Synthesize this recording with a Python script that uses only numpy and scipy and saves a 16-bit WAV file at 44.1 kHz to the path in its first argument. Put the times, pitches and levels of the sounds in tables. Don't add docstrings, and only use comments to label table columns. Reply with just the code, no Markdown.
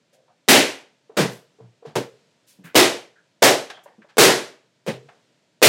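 import sys
import numpy as np
from scipy import signal
from scipy.fft import rfft, irfft, next_fast_len
from scipy.io import wavfile
from scipy.ndimage import uniform_filter1d

SR = 44100
rng = np.random.default_rng(int(sys.argv[2]) if len(sys.argv) > 2 else 0)


def wrap_up_sound(samples):
    columns = np.atleast_2d(samples).T
    tamed = np.clip(columns, -1, 1)
    steps = np.round(tamed * 32767).astype(np.int16)
    wavfile.write(sys.argv[1], SR, steps)


N = 250752


def from_db(db):
    return np.exp(np.asarray(db) * (np.log(10) / 20))


def rms_one(x):
    return x / np.sqrt(np.mean(x ** 2) + 1e-20)


def at_hz(points, hz):
    known_hz, values = np.transpose(points)
    return np.interp(np.log(hz), np.log(known_hz), values)


def bins(size):
    return np.maximum(np.fft.rfftfreq(size, 1 / SR), 1)


AGE = np.arange(SR) / SR
HZ = bins(SR)


def hump(hz, centre_hz, octaves):
    return np.exp(-.5 * (np.log2(hz / centre_hz) / octaves) ** 2)


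def decay(t60_s):
    return from_db(-60 * AGE / t60_s)


def coloured(x, curve_db):
    half = len(x) // 2
    cepstrum = irfft(np.log(from_db(curve_db)), len(x))
    cepstrum[1:half] *= 2
    cepstrum[half + 1:] = 0
    return irfft(rfft(x) * np.exp(rfft(cepstrum)), len(x))


def unit_power(curve_db):
    return curve_db - 10 * np.log10(np.mean(from_db(curve_db) ** 2))


def band(x, hz, octaves):
    half_span = 2 ** (octaves / 2)
    low, high = np.clip([hz / half_span, hz * half_span], 10, .45 * SR)
    sos = signal.butter(2, [low, high], "band", fs=SR, output="sos")
    return signal.sosfilt(sos, x) * np.sqrt(SR / 2 / (high - low))


def resonances_db(table):
    return sum(db / (1 + (2 * (HZ - hz) / width_hz) ** 2) for hz, width_hz, db in table)


def add(track, s, sound):
    start = max(round(s * SR), 0)
    track[start:start + len(sound)] += sound[:max(N - start, 0)]


# (frequency [Hz], relative density [dB per Hz])
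HISS_SPECTRUM = [(26, -61.5), (45, -32), (85, -17), (130, -2), (401, -8.5), (609, -6.5), (798, -16),
                 (971, -12), (1070, -19), (1340, -16), (1480, -16), (4350, -15.5), (7500, -17),
                 (13800, -37), (16000, -48.5)]
HISS_REST_DB = -66.5
SWELL_DB, SWELL_PER_DB, SETTLE_DB_PER_S = -60, -0.12, 21


def hiss():
    size, t = next_fast_len(N, real=True), np.arange(N) / SR
    power = from_db(HISS_REST_DB) ** 2
    for s, slap_db, delay_s, bang_db, *rest in POPS:
        swell_db = SWELL_DB + SWELL_PER_DB * bang_db - SETTLE_DB_PER_S * np.abs(t - s)
        power = power + (t > s) * from_db(swell_db) ** 2
    noise = rms_one(coloured(rng.standard_normal(size), at_hz(HISS_SPECTRUM, bins(size))))
    return np.sqrt(power) * noise[:N]


# (frequency [Hz], t60 [s])
ROOM_DECAY = [(80, 0.34), (200, 0.31), (500, 0.34), (1200, 0.34), (3000, 0.33), (6000, 0.33), (11000, 0.29),
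              (16000, 0.19)]


def echoes(length=1, count=12, sparse_db=7, mixing_s=0.02):
    spread = np.log(from_db(sparse_db)) * np.exp(-AGE / mixing_s)
    sizes = np.exp(spread * np.clip(rng.standard_normal(SR), -3, 3) - spread ** 2)
    spectrum, out = rfft(sizes * rng.standard_normal(SR)), 0
    centres_hz = np.geomspace(80, 16000, count)
    for hz, share in zip(centres_hz, np.eye(count)):
        crossfade = np.interp(np.log(HZ), np.log(centres_hz), share)
        t60_s = length * at_hz(ROOM_DECAY, hz)
        out = out + irfft(spectrum * crossfade, SR) * np.exp(-np.log(1000) * AGE / t60_s)
    return out


# (frequency [Hz], width [Hz], height [dB])
SKIN_MODES = [(759.4, 150, 8.5), (1590, 220, 6), (3200, 300, 0.5)]
# (time [s], level [dB], stroke time constant [s], centre [Hz], width [octaves])
SCUFF_EVENTS = [(0.107, -63.5, 0.053, 537, 0.37), (0.127, -60.5, 0.014, 4400, 2.5),
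                (0.275, -64.5, 0.02, 820, 1), (1.288, -51.5, 0.035, 6000, 2.3),
                (1.848, -53, 0.025, 1306, 3.6), (2.465, -54.5, .032, 5460, 2.4),
                (2.637, -48, 0.025, 1800, 1.22), (2.638, -53, .018, 9500, 1.8),
                (3.154, -61, 0.019, 1563, 0.34), (3.698, -35.5, 0.0061, 1500, 2.53),
                (3.734, -51, 0.021, 3260, .13), (3.769, -49, 0.0063, 1045, 1.7),
                (3.834, -56.5, 0.0072, 9440, 1.04), (3.873, -58.5, 0.0062, 1400, 1.4),
                (4.016, -54, .008, 1700, 1), (4.085, -55.5, 0.014, 1700, 2.1),
                (5.086, -49, 0.0049, 1090, 2.4)]


def scuffs(near_db=0, room_db=-6, grain_db=5):
    out, walls, skin_db = np.zeros(N), echoes(), resonances_db(SKIN_MODES)
    for s, db, stroke_s, hz, octaves in SCUFF_EVENTS:
        stroke = AGE / stroke_s * np.exp(1 - AGE / stroke_s)
        grain_sizes = from_db(grain_db * rng.standard_normal(SR))
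        near = rms_one(rng.standard_normal(SR) * grain_sizes) * stroke
        reverb = walls * (1 - np.exp(-AGE / stroke_s))
        sound = from_db(near_db) * near + from_db(room_db) * reverb
        add(out, s, from_db(db) * coloured(band(sound, hz, octaves), skin_db))
    return out


def slap(ring_hz=450, t60_s=0.025, skin_db=-17, skin_s=0.045, skin_hz=2500):
    swing = np.cos(2 * np.pi * ring_hz * AGE) * decay(t60_s)
    b, a = signal.butter(1, skin_hz, fs=SR)
    rasp = rms_one(signal.lfilter(b, a, rng.standard_normal(SR)))
    return from_db(skin_db) * rasp * np.exp(-AGE / skin_s) - swing


# (frequency [Hz], relative density [dB per Hz])
BANG_SPECTRUM = [(50, -17.5), (120, 1), (250, 3.5), (450, 4), (800, 2), (1250, -2.5), (2000, 0), (4000, -3),
                 (8000, -9), (12000, -13), (16000, -15)]
# (frequency [Hz], width [Hz], height [dB])
ROOM_MODES = [(130, 17, 2.5), (219, 62, 3.5), (278, 22, 4), (369.6, 66, 4.5), (471, 57, 5), (600, 100, 3.5),
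              (690, 30, 1.5), (885, 14, 2), (1520, 90, 1), (2000, 81, 1.5)]
TILT_DB_PER_OCTAVE, TILT_PER_DB = -0.45, 0.12
CAVITY_DB = 4.5


def bang_colour(bang_db, boom_db, cavity_hz, crack_hz, crack_db,
                boom_hz=130, boom_octaves=0.5, cavity_octaves=0.2, crack_octaves=0.43):
    tilt_db = (TILT_DB_PER_OCTAVE + TILT_PER_DB * bang_db) * np.log2(np.maximum(HZ / 1000, .5))
    humps_db = (boom_db * hump(HZ, boom_hz, boom_octaves)
                + CAVITY_DB * hump(HZ, cavity_hz, cavity_octaves)
                + crack_db * hump(HZ, crack_hz, crack_octaves))
    return unit_power(at_hz(BANG_SPECTRUM, HZ) + resonances_db(ROOM_MODES) + tilt_db + humps_db)


RING_LENGTH, RING_PER_DB = 1, 0.02
SNAP_DB, SNAP_PER_DB = -16.5, 1.6
# (time [s], slap level [dB], tear delay [s], bang level [dB], air blast level [dB],
#          build-up time constant [s], boom lift [dB], cavity [Hz], crack [Hz], crack lift [dB])
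POPS = [(0.4802, -14, .0058, 6, -4, 0.0051, -2.5, 271.2, 2420, 4.5),
        (1.1678, -23, 0.0027, -5.5, -28, 0.025, 12.5, 199, 1550, 2.5),
        (1.9550, -16, .0002, -15, -21, 0.0026, 9.5, 400, 930, 1),
        (2.7461, -17, .0074, 3, 1.5, .0073, -2, 349.2, 2940, 2),
        (3.421, -14, .0022, 2, 1, 0.0022, -3, 640, 1780, .5),
        (4.1705, -14, .011, 7, 3, 0.035, 0, 380, 1547, 2),
        (4.8648, -23, .0063, -16, -26, .013, 16, 520, 2650, 4),
        (5.6180, -11.5, .0070, 8, 9, 0.0062, 2, 435.4, 2390, 4)]


def pops(blast_hz=440, blast_t60_s=0.026, first_share=0.32, snap_t60_s=0.14, snap_octaves=0.25):
    out = np.zeros(N)
    for s, slap_db, delay_s, bang_db, blast_db, build_s, boom_db, cavity_hz, crack_hz, crack_db in POPS:
        swell = 1 - (1 - first_share) * np.exp(-(AGE / build_s) ** 2)
        walls = echoes(RING_LENGTH + RING_PER_DB * bang_db) * swell
        colour_db = bang_colour(bang_db, boom_db, cavity_hz, crack_hz, crack_db)
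        bang = from_db(bang_db) * coloured(walls, colour_db)
        blast = from_db(blast_db) * decay(blast_t60_s) * np.cos(2 * np.pi * blast_hz * AGE)
        snap_noise = band(rng.standard_normal(SR), crack_hz, snap_octaves)
        snap = from_db(SNAP_DB + SNAP_PER_DB * bang_db) * decay(snap_t60_s) * snap_noise
        add(out, s, from_db(slap_db) * slap())
        add(out, s + delay_s, bang + blast + snap)
    return out


def booms(mode_hz=126, mode_db=-17, rise_s=0.099, t60_s=0.27):
    out = np.zeros(N)
    swing = (1 - np.exp(-AGE / rise_s)) * decay(t60_s) * np.sin(2 * np.pi * mode_hz * AGE)
    for s, slap_db, delay_s, bang_db, blast_db, build_s, boom_db, *rest in POPS:
        add(out, s + delay_s, from_db(bang_db + boom_db + mode_db) * swing)
    return out


HUM_DB, HUM_PER_DB = -26, .5


def hums(pitch_hz=440, octaves=.3, rise_s=.03, t60_s=0.45):
    out = np.zeros(N)
    envelope = (1 - np.exp(-AGE / rise_s)) * decay(t60_s)
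    for s, slap_db, delay_s, bang_db, *rest in POPS:
        hum = envelope * band(rng.standard_normal(SR), pitch_hz, octaves)
        add(out, s + delay_s, from_db(HUM_DB + HUM_PER_DB * bang_db) * hum)
    return out


BUMP_CYCLES = 28
OVERTONE_RATIO, OVERTONE_DB = 1.5, -12.5
# (time [s], level [dB], pitch [Hz])
BUMP_EVENTS = [(1.095, -34.5, 438), (1.586, -45, 434), (1.6, -37.5, 451), (1.608, -35, 120.3),
               (1.64, -38.5, 116), (1.824, -38, 476), (1.851, -27.5, 459), (1.867, -32, 150),
               (2.588, -37, 189), (2.643, -31.5, 169), (3.858, -38, 948), (3.859, -34, 587),
               (3.982, -37.5, 215), (4.045, -41.5, 598), (5.044, -42, 140.4), (5.086, -40.5, 734)]


def bumps(contact_s=0.0017, room_db=-16, thud_db=-16, thud_octaves=2.0):
    out, walls = np.zeros(N), echoes()
    room_response = rfft(walls / np.linalg.norm(walls))
    contact = 1 - np.exp(-AGE / contact_s)
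    for s, db, hz in BUMP_EVENTS:
        phase = 2 * np.pi * hz * AGE
        modes = np.sin(phase) + from_db(OVERTONE_DB) * np.sin(OVERTONE_RATIO * phase)
        hum = contact * decay(BUMP_CYCLES / hz) * modes
        wet = irfft(rfft(hum) * room_response, SR)
        thud = band(walls * contact, hz, thud_octaves)
        add(out, s, from_db(db) * (hum + from_db(room_db) * wet + from_db(thud_db) * thud))
    return out


def scene():
    return (hiss_free_mix := scuffs() + pops() + booms() + hums() + bumps())[None]


def suppressor(x, split_hz=4500, threshold_db=-62, deepest_db=-8, window_samples=600):
    bass = signal.sosfiltfilt(signal.butter(2, split_hz, fs=SR, output="sos"), x)
    treble = x - bass
    power = np.abs(uniform_filter1d(treble ** 2, window_samples))
    openness = power / (power + from_db(threshold_db) ** 2)
    return bass + treble * from_db(deepest_db * (1 - openness))


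# (frequency [Hz], gain [dB])
MIC_RESPONSE = [(30, -31), (65, -23), (115, -5.5), (250, -2.5), (450, 0.5), (700, 0), (1200, -0.5),
                (2200, -1.5), (6000, 0.5), (16000, -0.5)]


def record(dry, overload_db=-6.5, knee=11.0, low_cut_hz=75, cutoff_hz=16100):
    size = next_fast_len(N + SR // 2, real=True)
    drive = np.pad(dry[0], (0, size - N)) / from_db(overload_db)
    flattened = from_db(overload_db) * drive / (1 + np.abs(drive) ** knee) ** (1 / knee)
    voiced = coloured(flattened, at_hz(MIC_RESPONSE, bins(size)))[:N] + hiss()
    lean = signal.sosfilt(signal.butter(3, low_cut_hz, "high", fs=SR, output="sos"), voiced)
    capped = np.clip(suppressor(lean), -.95, .95)
    top_cut = signal.ellip(10, .2, 80, cutoff_hz, fs=SR, output="sos")
    return signal.sosfilt(top_cut, capped)[None]


dry = scene()
out = record(dry)
wrap_up_sound(out)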